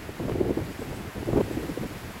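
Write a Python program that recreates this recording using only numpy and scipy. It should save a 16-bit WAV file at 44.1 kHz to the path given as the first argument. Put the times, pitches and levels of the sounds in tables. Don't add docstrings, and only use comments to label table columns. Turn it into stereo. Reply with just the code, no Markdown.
import sys
import numpy as np
from scipy.fft import rfft, irfft
from scipy.io import wavfile

SR = 44100
rng = np.random.default_rng(int(sys.argv[2]) if len(sys.argv) > 2 else 0)


def store_pcm(level_fs):
    pcm = np.round(np.clip(level_fs, -1, 1) * 32767).astype(np.int16)
    wavfile.write(sys.argv[1], SR, np.atleast_2d(pcm).T)


N = 97020
T = np.arange(N) / SR
HZ = np.maximum(np.arange(N // 2 + 1) * SR / N, 1)

# pitch_hz, relative_db
RUSH_TONE_LEFT = [(20, -7), (100, 5), (400, -4), (650, -1.5), (950, 0), (1200, -3.5), (1500, -2.5),
                  (2000, -6.5), (2600, -7), (4000, -13), (6400, -16.5), (7900, -14.5), (8900, -22),
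                  (10000, -20), (11400, -15.5), (13000, -20), (16000, -21.5)]
RUSH_TONE_RIGHT = [(20, -15), (100, -4.5), (400, -7.5), (650, 2), (950, 0), (1600, -0.5), (2000, -1),
                   (2700, -8.5), (3500, -9), (5000, -15), (6700, -17.3), (7400, -22), (8200, -24),
                   (9600, -18), (11500, -19), (12800, -22), (16000, -25)]
# left_db, right_db
RUSH_LEVELS = [-40.5, -40]
# time_s, change_db
WIND_SWELL = [(0, -0.25), (.5, -1), (.72, 0.4), (1.2, 0.5), (1.55, 1.7), (1.85, 1.3), (2.2, .8)]
# pitch_hz, relative_db
TICK_TONE = [(500, -27), (2000, -5), (5000, -7), (12000, 6), (16000, -7)]
# time_s, level_db
AIR_FLOW = [(0, -36.5), (.1, -38), (.165, -43.5), (.21, -29.5), (.25, -29), (.32, -30.5), (.36, -28.5),
            (.46, -26), (.55, -32), (.625, -29), (.645, -32.5), (.71, -36), (.765, -39.5), (.783, -62),
            (.795, -36.5), (.92, -31.5), (.965, -34.5), (1.098, -35.5), (1.108, -52), (1.135, -49),
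            (1.152, -29.5), (1.228, -31), (1.252, -39.5), (1.275, -29.5), (1.315, -27.5), (1.345, -23.5),
            (1.405, -22), (1.422, -35), (1.44, -31), (1.47, -34), (1.495, -33), (1.58, -29.5), (1.655, -31),
            (1.677, -41), (1.70, -27.5), (1.755, -39), (1.815, -29.5), (1.86, -31), (1.875, -38),
            (1.92, -38), (1.97, -36), (2.0, -46), (2.035, -36.5), (2.115, -37), (2.135, -51.5), (2.16, -34),
            (2.2, -46)]
# time_s, left_minus_right_db
FLOW_BALANCE = [(0, -3), (.1, -11), (.24, -4.5), (.43, -2), (.52, 2), (.69, -4.5), (.75, 5.5), (.83, 1.5),
                (.91, -6.5), (.97, -0.5), (1.16, 2.5), (1.25, -6), (1.35, -2.5), (1.44, -4.5), (1.5, 0),
                (1.55, -4.5), (1.6, -8.5), (1.66, 3.5), (1.74, 0.5), (1.81, -3), (1.86, 0), (1.91, -6),
                (2.2, 2.5)]
# pitch_hz, relative_db
RUMBLE_TONE = [(20, -15), (40, -5), (100, 2), (190, -3.5), (340, -4.5), (450, -8), (620, -16.5), (900, -22),
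               (1400, -38), (2500, -66)]
# peak_s, width_s, left_db, right_db, pitch_hz
EDDY_HITS = [(0.094, .004, -43, -28.5, 381), (0.202, 0.0037, -22, -22, 353), (0.219, 0.0071, -31, -31, 343),
             (0.256, 0.0054, -32, -26.5, 250), (.286, 0.0024, -19.5, -22.5, 390),
             (.299, .003, -23, -18.5, 300), (.313, 0.0049, -35, -21, 373), (0.324, 0.0039, -29, -21.5, 123),
             (0.36, 0.0042, -25.5, -21.5, 363), (0.388, .006, -25, -24, 305),
             (.412, 0.0052, -17, -17.5, 356), (0.462, 0.0096, -25.5, -24.5, 366),
             (0.497, 0.0015, -14.5, -19, 324), (.510, 0.0039, -14, -15.5, 342),
             (.577, 0.0027, -14, -13.5, 348), (0.591, 0.0033, -22.5, -27, 410),
             (.618, 0.0041, -25, -27, 350), (.624, 0.0022, -31, -25.5, 130),
             (0.706, 0.0057, -55, -27.5, 280), (.795, 0.0024, -26.5, -27, 325),
             (0.823, 0.0052, -25.5, -30, 431), (.935, 0.0068, -34.5, -29, 434),
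             (1.008, 0.0029, -33, -24.5, 258), (1.233, 0.0022, -40, -27.5, 346),
             (1.28, 0.0038, -25, -27, 360), (1.291, 0.0026, -21, -14.5, 325),
             (1.334, 0.0044, -17, -17, 303), (1.347, 0.0063, -17, -17.5, 160),
             (1.363, 0.0037, -15.5, -19, 290), (1.377, 0.0066, -18.5, -14.5, 412),
             (1.409, 0.0047, -13.5, -16, 378), (1.436, 0.007, -25, -28, 108),
             (1.484, 0.0027, -34, -25.5, 326), (1.512, 0.0031, -22, -24.5, 344),
             (1.576, 0.0056, -31, -22.5, 312), (1.635, 0.0037, -23.5, -30, 288),
             (1.655, .004, -27.5, -39, 290), (1.696, 0.0055, -23.5, -26, 281),
             (1.707, 0.0089, -30, -25.5, 126), (1.727, 0.0024, -29.5, -42, 352),
             (1.777, 0.0045, -26.5, -24.5, 370), (1.815, 0.0025, -35, -25.5, 200),
             (1.836, 0.0077, -28.5, -29.5, 324), (1.858, 0.0032, -25.5, -33, 270),
             (1.916, 0.0053, -33, -26, 296)]
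# pitch_hz, relative_db
THUMP_TONE = [(30, -31), (100, -7.5), (220, -2.5), (340, 1.5), (460, -0.5), (650, -11.5), (950, -28),
              (2000, -47), (4000, -66)]
# peak_s, width_s, left_db, right_db
AIR_FLICKS = [(.297, 0.0011, -25.5, -42), (.322, 0.0019, -41, -32), (1.26, .002, -50, -32.5),
              (1.332, .002, -33, -39), (1.376, .005, -37, -35), (1.408, 0.0066, -35.5, -36),
              (1.632, 0.001, -32, -48)]
# pitch_hz, relative_db
CRACKLE_TONE = [(200, -14), (800, 2.5), (1150, 6.5), (1600, -4), (3000, -10), (6000, -25), (14000, -31)]
# start_s, length_s, start_hz, end_hz, level_db
BIRD_NOTES = [(.645, 0.097, 4500, 4800, -57), (0.78, .062, 7450, 8150, -54.5),
              (.935, 0.044, 7900, 8200, -51.5), (0.964, .045, 8200, 8500, -55.5),
              (1.514, .05, 7700, 8100, -57)]


def from_db(db):
    return 10 ** (np.asarray(db) / 20)


def unit_level(x):
    return x / np.sqrt(np.mean(x ** 2, axis=-1, keepdims=True) + 1e-20)


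def curve(rows):
    return np.interp(T, *np.transpose(rows))


def with_tone(x, tone):
    hz, db = np.transpose(tone)
    gain = from_db(np.interp(np.log(HZ), np.log(hz), db))
    return unit_level(irfft(rfft(x) * gain, N))


def white_noise():
    return rng.standard_normal((2, N))


def wander(rate_hz):
    return unit_level(irfft(rfft(white_noise()) / (1 + (HZ / rate_hz) ** 2), N))


def steady_noise(tone, span_s):
    noise = with_tone(white_noise(), tone)
    power = irfft(rfft(noise ** 2) * np.exp(-2 * (HZ * span_s) ** 2), N)
    return noise / np.sqrt(np.abs(power) + 1e-9)


def bell_curve(peak_s, width_s, left_db, right_db):
    shape = np.exp(-.5 * np.minimum(((T - peak_s) / width_s) ** 2, 100))
    return from_db([[left_db], [right_db]]) * shape


def rushing_trees(delay_s=0.00041, shared_below_hz=6000, leaves_above_hz=3480):
    left, unrelated = rfft(white_noise())
    shared = 0.23 / (1 + (HZ / shared_below_hz) ** 4)
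    delayed = left * np.exp(-2j * np.pi * HZ * delay_s)
    right = shared * delayed + np.sqrt(1 - shared ** 2) * unrelated
    rush = np.array([with_tone(irfft(left, N), RUSH_TONE_LEFT),
                     with_tone(irfft(right, N), RUSH_TONE_RIGHT)])
    rush *= from_db(RUSH_LEVELS)[:, None]
    branches = irfft(rfft(rush) / (1 + (HZ / leaves_above_hz) ** 2), N)
    leaf_hiss = rush - branches
    swell_db = curve(WIND_SWELL)
    flutter_db = 0.6 * wander(rate_hz=22)
    return branches * from_db(0.38 * swell_db) + leaf_hiss * from_db(1.47 * swell_db + flutter_db)


def ticking_leaves(level_db=-61.5, spread_db=0):
    ticks_per_s = 270 * from_db(2 * curve(WIND_SWELL))
    touches = rng.random((2, N)) < ticks_per_s / SR
    sizes = from_db(spread_db * np.minimum(rng.exponential(1, (2, N)), 4))
    clicks = touches * sizes * np.sign(white_noise())
    return from_db(level_db) * with_tone(clicks, TICK_TONE)


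def rumbling_gusts(moderate_db=-30.5, brighten_above_hz=177, brighten_per_octave=0.18):
    lumps_db = 2.0 * wander(rate_hz=45)
    flow_db = curve(AIR_FLOW) + curve(FLOW_BALANCE) * np.array([[.5], [-.5]]) + lumps_db
    rumble_spectrum = rfft(steady_noise(RUMBLE_TONE, span_s=0.016))
    octaves_up = np.clip(np.log2(HZ / brighten_above_hz), 0, 4)
    out = np.zeros((2, N))
    for octave in range(5):
        band = irfft(rumble_spectrum * np.maximum(1 - np.abs(octaves_up - octave), 0), N)
        brighten_db = octave * brighten_per_octave * (flow_db - moderate_db)
        out += band * from_db(flow_db + brighten_db)
    return out


def thumping_eddies(ring_share=0.35, base_pitch_hz=340):
    dull_noise = np.sqrt(1 - ring_share) * steady_noise(THUMP_TONE, span_s=0.0046)
    out = crackling_flicks()
    for peak_s, width_s, left_db, right_db, pitch_hz in EDDY_HITS:
        cycles = pitch_hz * (T - peak_s) + rng.random((2, 1))
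        ring = np.sqrt(2 * ring_share) * np.sin(2 * np.pi * cycles)
        read_at_s = peak_s + (T - peak_s) * pitch_hz / base_pitch_hz
        thump = np.array([np.interp(read_at_s, T, port) for port in dull_noise])
        out += bell_curve(peak_s, width_s, left_db, right_db) * (ring + thump)
    return out


def crackling_flicks():
    bursts = sum(bell_curve(*flick) for flick in AIR_FLICKS)
    return bursts * steady_noise(CRACKLE_TONE, span_s=0.0043)


def far_bird(blur_hz=200):
    out = np.zeros((2, N))
    for start_s, length_s, start_hz, end_hz, level_db in BIRD_NOTES:
        progress = np.clip((T - start_s) / length_s, 0, 1)
        pitch_hz = start_hz + (end_hz - start_hz) * progress
        phase = 2 * np.pi * np.cumsum(pitch_hz) / SR
        blurred_note = wander(blur_hz) * np.sin(phase) + wander(blur_hz) * np.cos(phase)
        out += from_db(level_db) * np.sin(np.pi * progress) * blurred_note
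    return out


def scene():
    return rushing_trees() + ticking_leaves() + far_bird() + rumbling_gusts() + thumping_eddies()


def record(dry):
    cutoff_hz = 15850
    return irfft(rfft(dry) / np.sqrt(1 + (HZ / cutoff_hz) ** 400), N)


dry = scene()
out = record(dry)
store_pcm(out)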